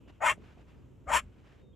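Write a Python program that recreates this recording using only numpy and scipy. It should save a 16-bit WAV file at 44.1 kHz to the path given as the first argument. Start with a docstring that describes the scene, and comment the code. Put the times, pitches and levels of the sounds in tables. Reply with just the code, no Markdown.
"""Hoarse barks on the grassland

An animal gives two short, hoarse barks: turbulent air rings in its throat, the main resonance
climbs as the mouth opens, the voice cracks in brief slides, and a hiss rides on top.
Light wind rumbles on the microphone, with one gust under the second bark. Soft bumps, rustles
and dry grass stir close by; a faint buzz and a bird sit far behind."""
import sys
import numpy as np
from scipy import signal
from scipy.fft import rfft, irfft
from scipy.io import wavfile

SR = 44100
rng = np.random.default_rng(int(sys.argv[2]) if len(sys.argv) > 2 else 0)


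def dump(signal):
    """Clip the signal to [-1, 1] and save it as 16-bit WAV at the path in sys.argv[1]."""
    limited = np.clip(np.atleast_2d(signal).T, -1, 1)
    pcm = np.round(limited * 32767).astype(np.int16)
    wavfile.write(sys.argv[1], SR, pcm)


N = 77175
TIME = np.arange(N) / SR
FREQS = np.maximum(np.fft.rfftfreq(N, 1 / SR), 1)

# colours of the wind bed and the grass: (f/Hz, relative level/dB)
RUMBLE_COLOUR = [(12, -42), (35, -11.5), (55, -1), (80, -1.5), (130, -4.5), (200, -9.5), (320, -11.5),
                 (500, -17.5), (800, -35.5), (1500, -56.5), (5000, -73)]
GUST_COLOUR = [(18, -23), (45, 5), (80, 6.5), (120, -8), (250, -9.5), (600, -60.5), (3000, -83)]
AIR_COLOUR = [(300, -14.5), (900, 4.5), (1800, -6), (3000, -5.5), (4600, -20), (7200, -13), (9500, -25.5),
              (15000, -22)]
GRASS_COLOUR = [(300, 1.5), (700, 1.5), (1500, -1.5), (2800, -4), (4400, -16), (7000, -21.5), (9000, -29.5),
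                (14000, -38.5)]
# envelopes of the gust and the faint airy hiss: (t/s, level/dB)
GUST_LEVEL = [(1.045, -88.5), (1.065, -48), (1.14, -46.5), (1.2, -50), (1.28, -48), (1.33, -79)]
AIR_LEVEL = [(.9, -74.5), (1.61, -76.5), (1.66, -79.5)]
# how alike left and right are in the ambience: (f/Hz, correlation)
STEREO_LIKENESS = [(30, 0.91), (70, 1), (140, 0.36), (300, 0.39), (1000, 0.57), (4000, 0.78)]
# distant buzz: (t/s, spread/s, f/Hz, width/Hz, level/dB)
FAR_BUZZ = [(.09, 0.078, 2777, 260, -75)]
# soft knocks: (t/s, level/dB)
BUMPS = [(0.079, -43.5), (0.105, -42.5), (0.381, -39), (0.577, -41), (0.597, -43)]
# modes of a knock: (highest f/Hz, relative level/dB, 60 dB decay/s)
BUMP_MODES = [(210, 8, 0.015), (430, 1, 0.018), (732, -3.5, 0.022)]
# quick rustles and slower swells of grass: (t/s, spread/s, level/dB)
RUSTLES = [(0.083, 0.0046, -62.5), (0.1, 0.0078, -58.5), (0.689, 0.01, -65.5)]
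GRASS_SWELLS = [(.15, 0.034, -72), (0.472, 0.062, -62.5), (0.596, 0.036, -65.5), (.705, 0.032, -68),
                (.79, 0.05, -73.5), (1.251, 0.036, -70.5), (1.401, 0.09, -69), (1.518, 0.065, -65),
                (1.611, 0.023, -71)]
# bark envelopes, ahead of the layer trims: (t/s, low level/dB, upper level/dB, hiss level/dB)
FIRST_LEVELS = [(.197, -73, -96, -100), (.207, -54, -42, -79), (.216, -45, -35.5, -57),
                (.226, -40.5, -26.5, -47), (.237, -31, -27, -47.5), (.25, -41, -28, -43),
                (.27, -40, -25.5, -40), (.298, -41.5, -23, -40.5), (.318, -44, -33, -48),
                (.327, -50, -37.5, -58.5), (.341, -64.5, -56.5, -66.5), (.372, -82, -75, -88)]
SECOND_LEVELS = [(1.06, -84, -69, -100), (1.077, -40, -43, -62.5), (1.094, -47, -33, -45),
                 (1.106, -25, -28, -44), (1.118, -42, -30, -43), (1.145, -33, -24.5, -33.5),
                 (1.17, -38.5, -27, -37), (1.194, -47.5, -33, -47), (1.204, -53, -45, -60.5),
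                 (1.213, -65, -55.5, -71.5), (1.245, -78, -83, -82.5)]
# main resonance, climbing as the mouth opens: (t/s, f/Hz, level/dB)
FIRST_MOUTH = [(0.204, 699.6, -60), (0.226, 775.6, -29.5), (0.236, 820.5, -39), (0.244, 883, -31.5),
               (.268, 986, -26), (0.29, 921.4, -32), (0.307, 1077, -31), (0.319, 1092, -43),
               (0.336, 1320, -58)]
SECOND_MOUTH = [(1.069, 630, -56), (1.093, 761.7, -36), (1.109, 809.4, -44.5), (1.119, 901, -28),
                (1.129, 922, -31), (1.136, 959.5, -24.5), (1.159, 961.5, -28.5), (1.171, 1092, -29.5),
                (1.183, 1071, -33.5), (1.201, 1208, -47.5), (1.213, 1200, -72)]
# throat resonances that waver in place: (f/Hz, width/Hz, relative level/dB)
FIRST_THROAT = [(622.6, 34, -0.5), (865, 100, -2.5), (1244, 170, -2.5), (1508, 100, -4.5), (1850, 87, -0.5),
                (2139, 98, 0.5), (2435, 89, -1), (2750, 90, -6), (3149, 110, -5.5), (3400, 130, -11.5)]
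SECOND_THROAT = [(604.3, 53, -5.5), (1209.5, 210, 0), (1560, 83, -10.5), (1833, 100, -5.5), (2176, 180, -3),
                 (2508, 160, -4), (2848, 330, -4), (3150, 170, -7.5)]
# colours of the hiss at the teeth, its stereo edge and the rasp: (f/Hz, relative level/dB)
FIRST_HISS = [(3700, -11), (4150, -14.5), (5300, -11), (6050, -3.5), (6450, -18.5), (6950, -5.5),
              (7400, -11.5), (7750, -0.5), (8200, -9), (8800, -5.5), (10500, -12.5), (12000, -18),
              (13600, -20), (14500, -38)]
SECOND_HISS = [(3500, -19.5), (4200, -11.5), (5000, -16.5), (5450, -6.5), (6200, -13), (7000, -8.5),
               (7550, 3), (8100, -15), (8700, -8.5), (10200, -12), (12000, -22), (14000, -20),
               (14900, -35.5)]
HISS_SIDE_COLOUR = [(6300, -16), (7500, -1), (9000, 4.5), (10500, -17.5), (14000, -34)]
RASP_COLOUR = [(200, -35), (340, -21), (490, -2.5), (650, -7.5), (1100, -0.5), (2000, 2), (3200, -2),
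               (3750, -14.5), (4200, -31.5), (5000, -42)]
# whistling peaks in the hiss: (f/Hz, width/Hz, relative level/dB)
FIRST_WHISTLES = [(6880, 180, -6), (7660, 150, -4)]
SECOND_WHISTLES = [(7140, 570, -8.5), (7520, 81, -7)]
# stereo placement of throat and cracks: (f/Hz, left minus right/dB)
BARK_PAN = [(330, 1), (520, 3.5), (640, -1.5), (900, 20.5), (1200, 5.5), (1600, 0.5), (2200, 0), (4000, -1)]
# slaps off the ground and nearby surfaces: (delay/s, level/dB, left minus right/dB)
REFLECTIONS = [(.0047, -18.5, -5), (.0083, -16.5, 14.5), (0.012, -20.5, -6)]
# sliding tones of voice and bird: (t/s, length/s, start f/Hz, end f/Hz, level/dB)
CRACKS = [(0.231, 0.013, 1880, 1850, -39), (0.234, 0.023, 985, 1065, -32), (0.253, 0.019, 1586, 1430, -32),
          (.271, 0.02, 1350, 1138, -30.5), (0.265, .048, 1878, 1754, -32), (0.273, 0.021, 2063, 2215, -33),
          (0.3, 0.021, 2783, 2710, -37), (1.071, .032, 1211, 1240, -44.5), (1.076, 0.02, 2050, 2414, -49.5),
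          (1.105, .03, 1871, 1765, -35.5), (1.134, 0.028, 1555, 1553, -34.5),
          (1.139, .025, 1118, 1244, -35), (1.16, 0.027, 1784, 1777, -30.5), (1.165, 0.018, 3010, 2707, -36)]
BIRD_NOTES = [(0.672, 0.048, 4760, 4720, -90), (0.757, 0.059, 5200, 4650, -90),
              (1.566, 0.19, 3733, 3620, -81), (1.729, 0.018, 3250, 3310, -74.5)]
# puffs as the throat closes: (t/s, level/dB)
PUFFS = [(0.32, -48), (1.18, -48)]


def from_db(db):
    """Decibels to gain."""
    return 10 ** (np.asarray(db) / 20)


def unit_power(x):
    """Scale to an RMS of one."""
    return x / np.sqrt(np.mean(np.abs(x) ** 2) + 1e-20)


def at_hz(points, hz):
    """Read a curve on a log-frequency axis."""
    f, value = np.transpose(points)
    return np.interp(np.log(hz), np.log(f), value)


def envelope(rows, column=1, fade_db_per_s=3000):
    """Gain over time from one dB column, fading fast beyond its ends."""
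    rows = np.array(rows)
    outside_s = np.abs(TIME - np.clip(TIME, rows[0, 0], rows[-1, 0]))
    return from_db(np.interp(TIME, rows[:, 0], rows[:, column]) - fade_db_per_s * outside_s)


def swell(t, spread_s):
    """A bell-shaped rise and fall around t."""
    return np.exp(-.5 * ((TIME - t) / spread_s) ** 2)


def pan(db):
    """Left and right gains with a mean of one."""
    gains = from_db([[db / 2], [-db / 2]])
    return gains / gains.mean()


def side(x):
    """Opposite polarity left and right, for width."""
    return x * [[1], [-1]]


def noise(colour):
    """Unit-power noise of the given colour."""
    return unit_power(irfft(rfft(rng.standard_normal(N)) * from_db(at_hz(colour, FREQS)), N))


def wide_noise(colour):
    """Stereo noise, narrowest in the bass."""
    alike = at_hz(STEREO_LIKENESS, FREQS)
    mid, edge = rfft(noise(colour)), rfft(noise(colour))
    return unit_power(irfft(np.sqrt(1 + alike) * mid + np.sqrt(1 - alike) * side(edge), N))


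def drift(hz):
    """A random modulator of unit spread, rolling off above hz."""
    return unit_power(irfft(rfft(rng.standard_normal(N)) / (1 + (FREQS / hz) ** 2), N))


def resonance(hz, width_hz, steadiness=.75):
    """Turbulence ringing at hz, which may move; steadiness (0-1) evens out its swings."""
    wander = drift(width_hz) + 1j * drift(width_hz)
    wander /= (np.abs(wander) + .25) ** steadiness
    phase = 2 * np.pi * np.cumsum(hz * np.ones(N)) / SR
    return unit_power(np.real(wander * np.exp(1j * phase)))


def glide(t, length, start_hz, end_hz, tremble):
    """A tone that swells, slides and fades, its pitch trembling by the given share."""
    along = np.clip((TIME - t) / length, 0, 1)
    hz = (start_hz + (end_hz - start_hz) * along) * (1 + tremble)
    arch = np.abs(np.sin(np.pi * along)) ** .6
    return np.sqrt(2) * arch * np.sin(2 * np.pi * np.cumsum(hz) / SR)


def wind(rumble_db=-56, sway_db=2.05):
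    """A swaying rumble, one gust on the microphone and the faint hiss of the open plain."""
    rumble = from_db(rumble_db + sway_db * drift(hz=6)) * wide_noise(RUMBLE_COLOUR)
    gust = envelope(GUST_LEVEL) * (noise(GUST_COLOUR) + from_db(-23.5) * side(noise(GUST_COLOUR)))
    air = from_db(np.interp(TIME, *np.transpose(AIR_LEVEL))) * wide_noise(AIR_COLOUR)
    return rumble + gust + air


def far_buzz():
    """A faint, narrow band of noise swells and fades in the distance."""
    return sum(from_db(db) * swell(t, spread) * resonance(hz, width)
               for t, spread, hz, width, db in FAR_BUZZ)


def bump(t, attack_s=.00237, lead_s=.002):
    """A dull, padded knock around t: three randomly flattened modes that die at once."""
    age = np.maximum(TIME - t + lead_s + attack_s, 0)
    ring = sum(from_db(db - 60 * age / t60) * np.sin(2 * np.pi * hz * rng.uniform(.72, 1) * age)
               for hz, db, t60 in BUMP_MODES)
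    return ring * (1 - np.exp(-age / attack_s))


def rustles():
    """Short, dry flicks of noise close by."""
    return sum(from_db(db) * swell(t, spread) for t, spread, db in RUSTLES) * wide_noise(GRASS_COLOUR)


def grass(flicker_db=1.67):
    """Soft, flickering swells of hiss, as of dry grass in the breeze."""
    power = sum((from_db(db) * swell(t, spread)) ** 2 for t, spread, db in GRASS_SWELLS)
    return np.sqrt(power) * wide_noise(GRASS_COLOUR) * from_db(flicker_db * drift(hz=34.65))


def throat(modes, low, upper, shut, split_hz=1100, dull_from_hz=1430):
    """Air rings the throat's resonances; a closing mouth muffles the highest most."""
    upper_power = sum(from_db(db) ** 2 for hz, _, db in modes if hz > split_hz)
    low_drive = low * from_db(-.5)
    upper_drive = upper * from_db(-3.5) / np.sqrt(upper_power)
    out = 0
    for hz, width, db in modes:
        drive = upper_drive if hz > split_hz else low_drive
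        dull_db = 45.5 * shut * max(np.log2(hz / dull_from_hz), 0)
        ring = resonance(hz * (1 + .015 * drift(hz=25.1)), width)
        out += drive * from_db(db - dull_db) * ring * pan(at_hz(BARK_PAN, hz))
    return out


def whistles(peaks, shut):
    """Two whistling peaks in the hiss; the higher one ducks as the mouth closes."""
    return sum(from_db(db - duck_db * shut) * resonance(hz, width)
               for (hz, width, db), duck_db in zip(peaks, (0, 49.5)))


def rasp(shut, edge_hz=2400):
    """Broad turbulence between the resonances, louder and brighter as the mouth opens."""
    air = noise(RASP_COLOUR)
    body = irfft(rfft(air) / (1 + (FREQS / edge_hz) ** 12), N)
    treble = (air - body) * from_db(-45.5 * shut)
    return (body + treble) * from_db(-20.5 * shut)


def bark(levels, mouth, throat_modes, hiss_colour, whistle_peaks, open_hz=992.6):
    """A fluttering rush of air through throat, mouth and teeth, brightening as the mouth opens."""
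    low, upper, hiss = (envelope(levels, column) for column in (1, 2, 3))
    times, pitches, _ = np.transpose(mouth)
    mouth_hz = np.interp(TIME, times, pitches)
    shut = np.maximum(np.log2(open_hz / mouth_hz), 0)  # octaves below the open-mouth resonance
    ring = envelope(mouth, column=2) * resonance(mouth_hz, width_hz=35) * pan(db=10)
    ring += throat(throat_modes, low, upper, shut)
    ring += hiss * whistles(whistle_peaks, shut)
    teeth = hiss * from_db(-34 * shut)
    rush = from_db(-.5) * teeth * noise(hiss_colour) + from_db(-11.5) * upper * rasp(shut)
    edge = from_db(-15) * teeth * noise(HISS_SIDE_COLOUR) + from_db(-13.5) * upper * rasp(shut)
    flutter_db = 1.5 * drift(hz=197)  # the air stream is irregular
    return ring * from_db(flutter_db / 2) + (rush + side(edge)) * from_db(flutter_db)


def reflections(voice):
    """Quick, panned slaps off the ground and nearby surfaces."""
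    mono = voice.mean(axis=0)
    return sum(from_db(db) * pan(pan_db) * np.interp(TIME - delay, TIME, mono, left=0)
               for delay, db, pan_db in REFLECTIONS)


def cracks():
    """The voice catches for a moment on rough, sliding tones."""
    out = 0
    for t, length, start_hz, end_hz, db in CRACKS:
        tone = glide(t, length, start_hz, end_hz, tremble=.011 * drift(hz=180))
        out += from_db(db) * tone * pan(at_hz(BARK_PAN, start_hz))
    return out


def puffs():
    """A short, low puff as the throat closes on each bark."""
    pulses = sum(from_db(db) * swell(t, spread_s=.0025) for t, db in PUFFS)
    return pulses * resonance(hz=434, width_hz=110)


def bird():
    """Thin, mostly falling whistles far away."""
    return sum(from_db(db) * glide(t, length, start_hz, end_hz, tremble=.004 * drift(hz=89.7))
               for t, length, start_hz, end_hz, db in BIRD_NOTES)


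def scene():
    """Two barks up front, over the quiet bed of the plain."""
    first = bark(FIRST_LEVELS, FIRST_MOUTH, FIRST_THROAT, FIRST_HISS, FIRST_WHISTLES)
    second = bark(SECOND_LEVELS, SECOND_MOUTH, SECOND_THROAT, SECOND_HISS, SECOND_WHISTLES)
    voice = first + second + puffs() + cracks()
    bumps = sum(from_db(db) * bump(t) for t, db in BUMPS)
    return wind() + far_buzz() + bumps + rustles() + grass() + voice + reflections(voice) + bird()


def record(dry, fade_in_s=.006, cutoff_hz=14400):
    """A quick fade-in and a steep cut of the very top."""
    lowpass = signal.ellip(10, .1, 80, cutoff_hz, fs=SR, output="sos")
    return signal.sosfilt(lowpass, dry * np.minimum(TIME / fade_in_s, 1))


dry = scene()
out = record(dry)
dump(out)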